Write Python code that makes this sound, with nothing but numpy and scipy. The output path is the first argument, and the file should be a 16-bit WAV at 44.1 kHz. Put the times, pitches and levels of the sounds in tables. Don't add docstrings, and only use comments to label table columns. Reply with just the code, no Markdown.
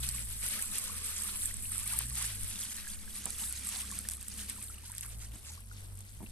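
import sys
import numpy as np
from scipy import signal
from scipy.fft import rfft, irfft
from scipy.io import wavfile
from scipy.ndimage import uniform_filter1d, map_coordinates

SR = 44100
rng = np.random.default_rng(int(sys.argv[2]) if len(sys.argv) > 2 else 0)


def to_wav(s):
    ch = np.atleast_2d(s).T
    pcm = np.round(np.clip(ch, -1, 1) * 32767)
    wavfile.write(sys.argv[1], SR, pcm.astype(np.int16))


N = 278271
TIME_S = np.arange(N) / SR
STREAM_END_S = 4.59


def undb(db):
    return 10 ** (np.asarray(db) / 20)


def unit(x):
    return x / np.sqrt(np.mean(x ** 2))


def curves(table):
    time_s, *columns = np.transpose(table)
    return [np.interp(TIME_S, time_s, column) for column in columns]


def colour(x, spectrum, size=8192):
    hz, db = np.transpose(spectrum)
    log_hz = np.log(np.maximum(np.fft.rfftfreq(size, 1 / SR), 1))
    cepstrum = irfft(np.log(undb(np.interp(log_hz, np.log(hz), db))), size)
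    cepstrum[1:size // 2] *= 2
    cepstrum[size // 2 + 1:] = 0
    response = irfft(np.exp(rfft(cepstrum)), size)
    return signal.oaconvolve(np.atleast_2d(x), response[None], axes=1)[:, :N]


def wander(rate_hz):
    width = int(SR / rate_hz)
    return unit(uniform_filter1d(uniform_filter1d(rng.standard_normal(N), width), width))


def stereo_noise(side_db):
    mid, side = rng.standard_normal((2, N))
    return unit(mid + undb(side_db) * side * np.array([[1], [-1]]))


def pan(pan_db):
    return undb(np.array([[1], [-1]]) * pan_db / 2)


def add(out, start_s, sound):
    i = int(np.clip(start_s * SR, 0, N - 1))
    out[..., i:i + sound.shape[-1]] += sound[..., :N - i]


def strays(level_db, count):
    return [(when * N / SR, level_db[int(when * N)], *draws) for when, *draws in rng.random((count, 4))]


def bubble(hz, cycles, glide, lag_ms):
    t = np.arange(int(3 * cycles / hz * SR)) / SR
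    delay_s = np.array([[max(-lag_ms, 0)], [max(lag_ms, 0)]]) / 1000
    turns = hz * np.maximum(t - delay_s, 0)
    age = turns / cycles
    return np.sin(2 * np.pi * turns * (1 + glide * age / 2)) * np.exp(-2 * age) * (1 - np.exp(-turns))


def bubble_crowd(count, low_hz, high_hz, cycles, glide, spread_db, cap, lag_ms):
    out = np.zeros((2, N))
    for when, pitch, size, life, place in rng.random((count, 5)):
        hz = low_hz * (high_hz / low_hz) ** np.sqrt(pitch)
        gain = undb(spread_db * min(-np.log(1 - size), cap))
        add(out, when * N / SR, gain * bubble(hz, cycles * (.5 + life), glide, lag_ms * (2 * place - 1)))
    return unit(out)


def gulps(swells, gain_db, octaves):
    out = np.zeros((2, N))
    for peak_s, width_s, hz, db in swells:
        bubbles = bubble_crowd(count=1000, low_hz=hz / 2 ** octaves, high_hz=hz * 2 ** octaves,
                               cycles=7, glide=.03, spread_db=1.5, cap=2, lag_ms=.05)
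        out += undb(db + gain_db) * bubbles * np.exp(-((TIME_S - peak_s) / width_s) ** 2)
    return out


def ticks(level_db, rate_hz, thinning, spread_db, cap, scatter_db, scatter_s, lag_ms):
    chance, size, place = rng.random(N), rng.exponential(size=N), rng.standard_normal(N)
    density = np.clip(rate_hz / SR * undb(thinning * (level_db - level_db.max())), 0, 1)
    polarity = np.sign(rng.standard_normal(N))
    hits = (chance < density) * polarity * undb(spread_db * np.minimum(size, cap)) / np.sqrt(density)
    right_arrival = np.clip(np.arange(N) + np.round(place * lag_ms * SR / 1000).astype(int), 0, N - 1)
    direct = unit(np.array([hits, np.bincount(right_arrival, hits, N)]))
    scatter_power = signal.lfilter([1], [1, -np.exp(-1 / (scatter_s * SR))], hits ** 2)
    scatter = np.sqrt(scatter_power) * rng.standard_normal((2, N))
    return direct + undb(scatter_db) * unit(scatter)


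def struck_plastic(blows, modes, rattle_db):
    out, t = np.zeros((2, N)), np.arange(SR // 5) / SR
    for start_s, db, cutoff_hz, rattle_s in blows:
        ring = np.zeros_like(t)
        for hz, mode_db, t60_s in modes:
            gain = undb(mode_db) / np.hypot(1, (hz / cutoff_hz) ** 3)
            ring += gain * np.sin(2 * np.pi * hz * t) * undb(-60 * t / t60_s)
        force = undb(rattle_db) * stereo_noise(side_db=-9)[:, :len(t)] * np.exp(-t / rattle_s) / 2
        force[:, 0] += 1
        add(out, start_s, undb(db) * signal.fftconvolve(force, ring[None]))
    return out


# freq_hz, gain_db
AIR_SPECTRUM = [(15, -0.5), (28, -3), (50, -2.5), (100, -4), (150, -17.5), (300, -19), (700, -21),
                (2000, -28), (6000, -91), (15000, -49)]


def open_air(level_db=-57.5, swell_db=2):
    rumble = colour(stereo_noise(side_db=-3), AIR_SPECTRUM)
    return unit(rumble * undb(swell_db * wander(6.7))) * undb(level_db)


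# time_s, level_db
WIND_GUSTS = [(0, -46), (.25, -51), (.55, -50), (1.25, -54.5), (1.45, -48.5), (1.8, -50), (2.15, -75),
              (2.45, -44.5), (2.7, -61), (2.9, -48), (3.2, -54), (3.75, -63), (4.3, -55), (4.65, -81),
              (5.0, -63), (5.4, -76), (5.8, -70), (6.3, -53)]


def breeze():
    spectrum = [(10, 12.5), (24, 5), (45, 5), (80, -6), (200, -22), (600, -55)]
    level_db, = curves(WIND_GUSTS)
    return unit(colour(rng.standard_normal((2, N)), spectrum)) * undb(level_db)


# time_s, firing_hz
ENGINE_REVS = [(0.1, 63.6), (0.25, 56.5), (0.42, 50.6), (0.68, 36.5), (0.95, 40.5), (1.27, 36),
               (1.54, 45.5), (1.78, 46.8), (2.12, 63.6), (2.38, 49.5), (2.5, 47.3), (2.8, 33.4),
               (4.79, 33.6), (4.88, 46), (5.03, 56), (5.34, 55), (5.45, 34.6), (5.63, 48.4), (6.05, 47.8),
               (6.2, 54)]
# start_s, end_s
ENGINE_COASTS = [(.5, 0.89), (2.53, 3.2), (5.36, 5.5)]


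def far_engine(level_db=-53, coast_db=-6, third_db=-9, rumble_db=-6, wobble_db=2, muffle_hz=128):
    firing_hz, = curves(ENGINE_REVS)
    phase = 2 * np.pi * np.cumsum(firing_hz) / SR
    off_throttle = sum(1. * ((TIME_S > start_s) & (TIME_S < end_s)) for start_s, end_s in ENGINE_COASTS)
    coasting = uniform_filter1d(off_throttle, SR // 20)
    rev_gain = (firing_hz / 50.8) ** 3.8
    third_gain = undb(third_db) / np.hypot(1, (3 * firing_hz / muffle_hz) ** 8)
    tone = sum(gain * np.cos(k * phase) * undb(wobble_db * wander(9.6))
               for k, gain in enumerate([rev_gain, 1, third_gain], 1))
    spectrum = [(12, .5), (25, -34), (45, 5), (90, -11.5), (160, -11), (600, -57.5)]
    rumble = rev_gain * unit(colour(stereo_noise(side_db=-13), spectrum))
    return (np.sqrt(2) * tone + undb(rumble_db) * rumble) * undb(level_db + coast_db * coasting)


# peak_s, width_s, centre_hz, level_db
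CLOTH_RUBS = [(5.037, 0.012, 2700, -49.5), (5.12, .04, 3800, -59), (5.22, 0.035, 2800, -56.5),
              (5.345, 0.012, 3700, -52), (5.40, 0.05, 4300, -57.5), (5.56, .06, 3800, -62),
              (5.8, .06, 3800, -63), (5.97, .07, 3000, -66), (6.16, .03, 3000, -64),
              (6.196, .007, 2300, -60), (6.232, .024, 2200, -57.5)]


def cloth_scrapes(grain_db=3.5):
    out = np.zeros((2, N))
    for peak_s, width_s, hz, db in CLOTH_RUBS:
        grains = stereo_noise(side_db=-13) * undb(grain_db * wander(240))
        rub = unit(colour(grains, [(hz / 4, -24), (hz, 0), (hz * 2, -14)]))
        out += undb(db) * rub * np.exp(-2 * ((TIME_S - peak_s) / width_s) ** 2)
    return out


# peak_s, width_s, pitch_hz, level_db
BUCKET_SLOSHES = [(4.94, .03, 1600, -58), (5.045, .022, 1500, -54), (5.22, .03, 1700, -62),
                  (5.352, .016, 1300, -59), (5.585, 0.025, 1060, -66), (5.75, 0.035, 1050, -68)]


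def bucket_sloshes():
    return gulps(BUCKET_SLOSHES, gain_db=-1, octaves=.59)


# start_s, level_db, cutoff_hz, rattle_s
BUCKET_BLOWS = [(5.338, -61, 900, .01), (5.354, -58.5, 1800, 0.012), (6.2055, -50.5, 1200, 0.014),
                (6.2115, -56, 890, 0.0054), (6.2185, -53, 904, 0.0097), (6.2295, -42.5, 380, 0.006),
                (6.2395, -48, 440, 0.005)]
# freq_hz, gain_db, t60_s
BUCKET_MODES = [(225, 2, 0.085), (311, 0.5, .07), (370, -3, 0.045), (650, 3, 0.052), (760, -3, 0.031),
                (910, -1, 0.04), (1700, -11, .03), (2300, -11, .02)]


def bucket_knocks():
    return struck_plastic(BUCKET_BLOWS, BUCKET_MODES, rattle_db=-19)


# start_s, level_db, cutoff_hz, rattle_s
SLOP_BLOWS = [(3.2595, -54, 850, 0.012), (3.266, -55, 1800, 0.018)]
# freq_hz, gain_db, t60_s
TUB_MODES = [(135, -7, 0.11), (208, 1, 0.047), (244, -2.5, 0.11), (327, -12, 0.073), (400, -12, 0.051),
             (510, 3, 0.014), (690, 5, 0.03), (800, 5, 0.055), (920, 5, 0.033), (1250, -8, 0.03),
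             (1510, -9, 0.022), (2360, 18, 0.025)]


def tub_thump():
    return struck_plastic(SLOP_BLOWS, TUB_MODES, rattle_db=-15.5)


# freq_hz, gain_db
TUB_SPECTRUM = [(100, -22.5), (165, -9.5), (205, 5.5), (245, -5), (330, -13.5), (425, -23.5), (457, -10.5),
                (490, -18.5), (600, -26.5), (1500, -43)]


def tub_drumming(stream_db=-59, dribble_db=-67, throb_db=2, fade_s=.15):
    level_db = np.interp(TIME_S, [STREAM_END_S, STREAM_END_S + fade_s], [stream_db, dribble_db])
    drone = colour(stereo_noise(side_db=-11), TUB_SPECTRUM)
    return unit(drone * undb(throb_db * wander(18))) * undb(level_db)


def dripping(gain_db=-62, onset_s=.39):
    drips = ticks(np.zeros(N), rate_hz=220, thinning=0, spread_db=3.6, cap=2.6,
                  scatter_db=-3, scatter_s=.001, lag_ms=.1)
    spectrum = [(1000, -2), (2500, 1), (5000, 0), (9000, -10.5), (15000, 1.5)]
    fade_in = np.clip((TIME_S - STREAM_END_S) / onset_s, 0, 1)
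    return colour(drips, spectrum) * undb(gain_db) * fade_in


# peak_s, width_s, pitch_hz, level_db
TUB_RESONANCE_SWELLS = [(0.545, 0.078, 520, -61), (0.884, 0.26, 1130, -54.5), (0.9, 0.34, 456, -64),
                        (1.313, 0.049, 1060, -53.5), (1.954, 0.036, 850, -50), (2.207, 0.054, 813, -57),
                        (2.794, 0.092, 1660, -53.5), (3.44, 0.057, 880, -64.5), (3.752, 0.051, 850, -54.5)]


def tub_resonances():
    return gulps(TUB_RESONANCE_SWELLS, gain_db=-2.5, octaves=.2)


# start_s, pitch_hz, level_db
LARGE_BUBBLES = [(0.045, 2410, -29), (0.592, 1780, -30), (0.896, 1090, -34.5), (1.509, 1910, -31.5),
                 (1.935, 1160, -35.5), (2.216, 1090, -35.5), (2.78, 1740, -39), (2.87, 1630, -31.5),
                 (3.077, 1600, -38), (3.42, 880, -43), (3.904, 1680, -36.5), (3.921, 1080, -36),
                 (4.051, 1770, -35), (4.584, 990, -44), (4.699, 1320, -40), (4.782, 2770, -37),
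                 (4.836, 920, -49), (4.898, 940, -42.5), (5.026, 2030, -40), (5.501, 840, -48.5),
                 (5.576, 1100, -41.5), (5.713, 1410, -35), (6.263, 2640, -38)]


def plops(gurgle_db, low_hz=1100, high_hz=2000, stray_db=8, spread_db=6):
    out = np.zeros((2, N))
    weaker = [(start_s, low_hz * (high_hz / low_hz) ** pitch, db + stray_db - spread_db * weakness)
              for start_s, db, pitch, weakness, _ in strays(gurgle_db, count=70)]
    for start_s, hz, db in LARGE_BUBBLES + weaker:
        add(out, start_s, undb(db) * bubble(hz, cycles=11, glide=.052, lag_ms=.045))
    return out


# freq_hz, gain_db
GURGLE_SPECTRUM = [(200, -23.5), (400, -10.5), (720, -17.5), (1150, -6), (2400, 1.5), (3500, 3.5),
                   (6000, 2.5), (12000, -59)]


def gurgle(level_db, gain_db=1.52, churn_db=9.5, clump_db=2):
    bubbles = bubble_crowd(count=3200, low_hz=459.4, high_hz=2592,
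                           cycles=16.5, glide=.087, spread_db=-4, cap=1.8, lag_ms=.12)
    churn = stereo_noise(side_db=-3) * undb(clump_db * wander(33))
    mix = unit(colour(bubbles, GURGLE_SPECTRUM)) + undb(churn_db) * unit(colour(churn, GURGLE_SPECTRUM))
    return unit(mix) * undb(level_db + gain_db)


# start_s, level_db, centre_hz
WET_POPS = [(.032, -35, 2700), (.0605, -41, 3000), (.089, -36, 4600), (.182, -43, 2400), (.3155, -46, 3000),
            (.4284, -42, 2500), (.506, -41, 3900), (.6255, -44, 3000), (1.211, -46, 1400),
            (1.2958, -42, 3200), (1.3585, -42, 3400), (1.416, -40.5, 3500), (1.654, -43, 3000),
            (1.715, -47, 1300), (2.003, -41, 1900), (2.007, -44, 1100), (2.346, -44, 3200),
            (2.47, -44, 3800), (2.512, -44, 2500), (2.619, -42, 4100), (2.66, -45, 3300), (2.99, -48, 4600),
            (3.15, -46, 4400), (3.263, -44, 1300), (3.4385, -42, 3600), (3.722, -42, 2900),
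            (3.752, -41, 4000), (3.805, -39, 3000), (3.818, -42, 3400), (4.319, -43.5, 4700),
            (4.393, -45, 3000), (4.6835, -49, 3500), (4.8537, -48, 4500), (4.9815, -41, 3800),
            (5.058, -53, 1200), (5.1015, -51, 3500), (5.249, -53, 1600), (5.318, -53, 2800),
            (5.357, -53, 2200), (5.473, -55, 2000), (5.5445, -53, 4200), (5.578, -53, 4300),
            (5.62, -56, 2500), (5.765, -55, 4800), (5.86, -56, 3800), (6.055, -57, 2100),
            (6.088, -55, 4200), (6.263, -50, 2800)]


def wet_pops(count=7, stagger_s=.0031, octaves=.31, rms_window_s=.005):
    out = np.zeros((2, N))
    for start_s, db, centre_hz in WET_POPS:
        cluster = np.zeros((2, SR // 20))
        for k, (wait, pitch, place) in enumerate(rng.random((count, 3))):
            hz = centre_hz * 2 ** (octaves * (2 * pitch - 1))
            pop = bubble(hz, cycles=5, glide=.21, lag_ms=.12 * (2 * place - 1))
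            add(cluster, k * wait * stagger_s, pop / (1 + k / 2))
        rms = np.sqrt(np.sum(cluster ** 2) / (2 * rms_window_s * SR))
        add(out, start_s, undb(db) * cluster / rms)
    return out


# freq_hz, gain_db
CRACKLE_SPECTRUM = [(300, -25.5), (800, -7), (2000, 3.5), (3000, -3), (4200, 4), (6500, 11), (9000, -7),
                    (15000, -18.5)]
# time_s, offset_db
CRACKLE_LEVEL = [(0, -4), (.3, -4.5), (.55, -5), (1.1, -0.5), (1.55, -1.5), (1.9, -14), (2.08, -2),
                 (2.45, -0.5), (3.0, 1.5), (3.33, 1), (3.62, -3.5), (3.8, -0.5), (4.4, 2), (4.7, 1),
                 (4.95, 1.5), (5.6, -0.5), (6.3, 3)]


def crackle(spray_db, gurgle_db, beads_db=-1.5, clump_db=3.1):
    offset_db, = curves(CRACKLE_LEVEL)
    level_db = (spray_db + gurgle_db) / 2 + offset_db
    patter = ticks(level_db, rate_hz=600, thinning=.3, spread_db=3.6, cap=2.4,
                   scatter_db=-5, scatter_s=.0015, lag_ms=.02)
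    beads = bubble_crowd(count=1500, low_hz=2200, high_hz=6400,
                         cycles=10, glide=.02, spread_db=2.8, cap=2.4, lag_ms=.06)
    mix = unit(colour(patter, CRACKLE_SPECTRUM)) + undb(beads_db) * beads
    return unit(mix * undb(clump_db * wander(19))) * undb(level_db)


# freq_hz, gain_db
SPRAY_SPECTRUM = [(1500, -67), (4000, -9), (6000, -13), (8000, 4.5), (15000, -2)]


def spray(level_db, gain_db=-3, froth_db=-3.5, clump_db=1):
    fizz = ticks(level_db, rate_hz=6000, thinning=.8, spread_db=3, cap=3.2,
                 scatter_db=4, scatter_s=.0022, lag_ms=.12)
    froth = bubble_crowd(count=3000, low_hz=6000, high_hz=14000,
                         cycles=22, glide=.01, spread_db=3.2, cap=2.8, lag_ms=.15)
    mix = unit(colour(fizz, SPRAY_SPECTRUM)) + undb(froth_db) * froth
    return unit(mix * undb(clump_db * wander(61))) * undb(level_db + gain_db)


def drop_envelope(attack_ms=.17, decay_ms=.62, second_ms=1.4, second_db=-11, spray_ms=4, spray_db=-27):
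    t_ms = np.arange(SR // 20) * 1000 / SR
    first, second = [(1 - np.exp(-age_ms / attack_ms)) * np.exp(-age_ms / decay_ms)
                     for age_ms in (t_ms, np.maximum(t_ms - second_ms, 0))]
    return first + undb(second_db) * second + undb(spray_db) * np.exp(-t_ms / spray_ms)


# start_s, level_db, body_db, pan_db
FAT_DROPS = [(.0892, -13.5, -16, -7), (.162, -22, -20, 0), (.436, -21, -18, 0), (.457, -21, -16, 3),
             (.4637, -15.5, -16, 3), (.6238, -15, -21, -7), (.78, -22, -23, -3), (.7832, -14, -19, 0),
             (.787, -20, -24, 0), (.797, -22, -22, 0), (.9816, -23, -22, 0), (1.0624, -20.5, -22, 0),
             (1.181, -23.5, -23, 0), (1.235, -22, -15, -9), (1.422, -20.5, -23, -1), (1.457, -16, -25, -5),
             (1.464, -22, -22, 0), (1.5414, -21, -21, 0), (1.5687, -24.5, -24, 0), (1.7204, -22, -22, 0),
             (1.7808, -16.5, -28, -5), (1.79, -21, -24, 0), (1.7975, -22, -24, 0), (1.859, -22, -24, 0),
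             (1.8764, -16, -24, 0), (1.924, -21, -18, 0), (1.935, -22, -8, 0), (1.9887, -7, -25, 3),
             (2.0985, -24.5, -22, 0), (2.1545, -19, -16, -4), (2.2245, -16.5, -14, 2),
             (2.433, -22.5, -13, -3), (2.445, -22, -18, 0), (2.765, -27, -18, 0), (2.878, -24.5, -20, 0),
             (3.256, -12, -30, -7), (3.3046, -21.5, -19, -8), (3.3835, -20.5, -18, -2),
             (3.4515, -22, -20, 0), (3.5253, -22, -14, 0), (3.67, -21, -18, 0), (3.6887, -18.5, -21, -4),
             (3.803, -25, -9, 0), (3.808, -21, -11, 0), (3.817, -24, -10, 0), (3.914, -23, -9, 3),
             (3.989, -18.5, -26, 2), (4.0873, -14.5, -8, -2), (4.0987, -20.5, -12, 5),
             (4.1105, -23, -10, -5), (4.117, -26, -11, 0), (4.1355, -23, -28, -3), (4.1693, -30, -22, 0),
             (4.211, -25.5, -25, 2), (4.2277, -24.5, -24, 0), (4.2808, -25, -14, 0),
             (4.283, -21.5, -12, -3), (4.4977, -19, -22, -4), (4.626, -24.5, -24, 3), (4.8987, -31, -22, 0),
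             (4.918, -25, -26, -4), (4.9502, -26, -15, -1), (4.9815, -21, -9, 0), (5.009, -17.5, -28, -1),
             (5.0618, -29.5, -20, 0), (5.507, -35, -15, 0), (5.7265, -38, -17, 0), (5.8066, -35, -16, 0),
             (5.9548, -35, -22, 0), (5.9733, -32, -20, 2), (5.9895, -33, -23, 0), (6.006, -31, -11, 3),
             (6.1214, -37.5, -20, 0), (6.2965, -39, -18, 0)]


def drops(spray_db, snap_gain_db=-6.6, body_gain_db=1, stray_db=10.5, spread_db=6, width_db=6):
    snap, body = np.zeros((2, 2, N))
    burst = drop_envelope()
    smaller = [(start_s, db + stray_db - spread_db * weakness, -7 - 12 * thin, width_db * (2 * place - 1))
               for start_s, db, weakness, thin, place in strays(spray_db, count=130)]
    for start_s, db, body_db, pan_db in FAT_DROPS + smaller:
        add(snap, start_s, undb(db + snap_gain_db) * pan(pan_db) * burst)
        add(body, start_s, undb(db + body_db + body_gain_db) * pan(pan_db) * burst)
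    snap *= np.sign(stereo_noise(side_db=-3))
    body *= np.sign(stereo_noise(side_db=-9.5))
    return colour(snap, SPRAY_SPECTRUM) + colour(body, CRACKLE_SPECTRUM)


# time_s, spray_db
STEADY_FLOW = [(0, -42.5), (.14, -45), (.24, -46.5), (.55, -40.5), (.88, -43.5), (1.1, -41.5), (1.6, -43.5),
               (1.9, -41.5), (2.05, -44), (2.36, -43), (2.66, -46.5), (3.0, -49), (3.3, -48), (3.47, -44.5),
               (3.78, -45.5), (4.2, -56), (4.42, -48.5), (4.8, -53.5), (5.35, -58.5), (5.65, -61),
               (5.9, -63), (6.31, -60)]
# start_s, length_s, spray_db, gurgle_db
LIP_GUSHES = [(0.01, 0.028, -38, -42), (0.127, 0.023, -43, -43.5), (0.408, 0.061, -38.5, -40),
              (0.485, 0.11, -72, -43.5), (0.71, 0.11, -48, -46), (0.944, 0.026, -50, -43.5),
              (1.316, 0.031, -48, -45.5), (1.693, 0.03, -41.5, -73), (1.767, 0.18, -57, -44.5),
              (1.88, 0.076, -42.5, -42), (2.153, 0.067, -38.5, -41), (2.227, 0.091, -61, -46.5),
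              (2.767, 0.087, -65, -50), (3.362, 0.072, -45.5, -52), (3.622, 0.19, -46, -47),
              (3.894, 0.043, -57, -47.5), (4.028, 0.026, -52, -48.5), (4.089, 0.037, -46, -49),
              (4.355, 0.056, -47.5, -49), (4.466, 0.032, -47, -43.5), (4.615, 0.082, -50, -66),
              (4.997, 0.093, -51.5, -60), (5.421, 0.12, -54.5, -55.5), (5.687, 0.17, -61.5, -60.5)]


def pour_levels(gurgle_ref_db=-53, flow_ref_db=-48.5, gurgle_slope=.89, attack_s=.032, release_s=.045):
    flow_db, = curves(STEADY_FLOW)
    flutter_db = 1.48 * wander(18)
    gulp_db = 2.3 * wander(30)
    steady_gurgle_db = gurgle_ref_db + gurgle_slope * (flow_db - flow_ref_db)
    spray_power = undb(flow_db + flutter_db) ** 2
    gurgle_power = undb(steady_gurgle_db + flutter_db + gulp_db) ** 2
    for start_s, length_s, spray_db, gurgle_db in LIP_GUSHES:
        age_s = TIME_S - start_s
        swell = np.clip(age_s / attack_s, 0, 1) * np.exp(-np.maximum(age_s - length_s, 0) / release_s)
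        spray_power += (undb(spray_db) * swell) ** 2
        gurgle_power += (undb(gurgle_db) * swell) ** 2
    return 10 * np.log10(spray_power), 10 * np.log10(gurgle_power)


# time_s, pan_db, left_lead_ms
LANDING_PATH = [(0, 1.5, 0.095), (1, 1, 0.1), (2.7, 1, 0.057), (3.6, -0.5, 0.0019), (4.3, 1.5, -0.017),
                (5.2, 0.5, -0.087), (5.6, 2.5, 0.2), (6.3, 3, 0.23)]


def at_landing_spot(sound):
    pan_db, lead_ms = curves(LANDING_PATH)
    right = map_coordinates(sound[1], [np.arange(N) - lead_ms * SR / 1000], order=3)
    return np.array([sound[0], right]) * pan(pan_db)


def scene():
    spray_db, gurgle_db = pour_levels()
    tub_ringing, sloshes = tub_resonances(), bucket_sloshes()
    stream = spray(spray_db) + crackle(spray_db, gurgle_db) + gurgle(gurgle_db) + plops(gurgle_db)
    pour = at_landing_spot(stream + wet_pops() + tub_ringing + dripping())
    plastic = tub_thump() + bucket_knocks()
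    foreground = pour + sloshes + drops(spray_db) + tub_drumming() + plastic + cloth_scrapes()
    return foreground + far_engine() + breeze() + open_air()


# freq_hz, gain_db
LEFT_RESPONSE = [(100, 1), (6000, -6.5), (8200, 4), (9700, 4), (11000, 13), (12300, 4), (14000, -3.5)]
RIGHT_RESPONSE = [(100, 1), (6000, -5.5), (7400, 5), (8500, 13.5), (9700, 8), (11000, -1.5), (14000, -7.5)]


def record(dry):
    cutoff_hz = 14400
    heard = np.vstack([colour(dry[0], LEFT_RESPONSE), colour(dry[1], RIGHT_RESPONSE)])
    return signal.sosfilt(signal.ellip(10, .2, 70, cutoff_hz, fs=SR, output="sos"), heard)


dry = scene()
out = record(dry)
to_wav(out)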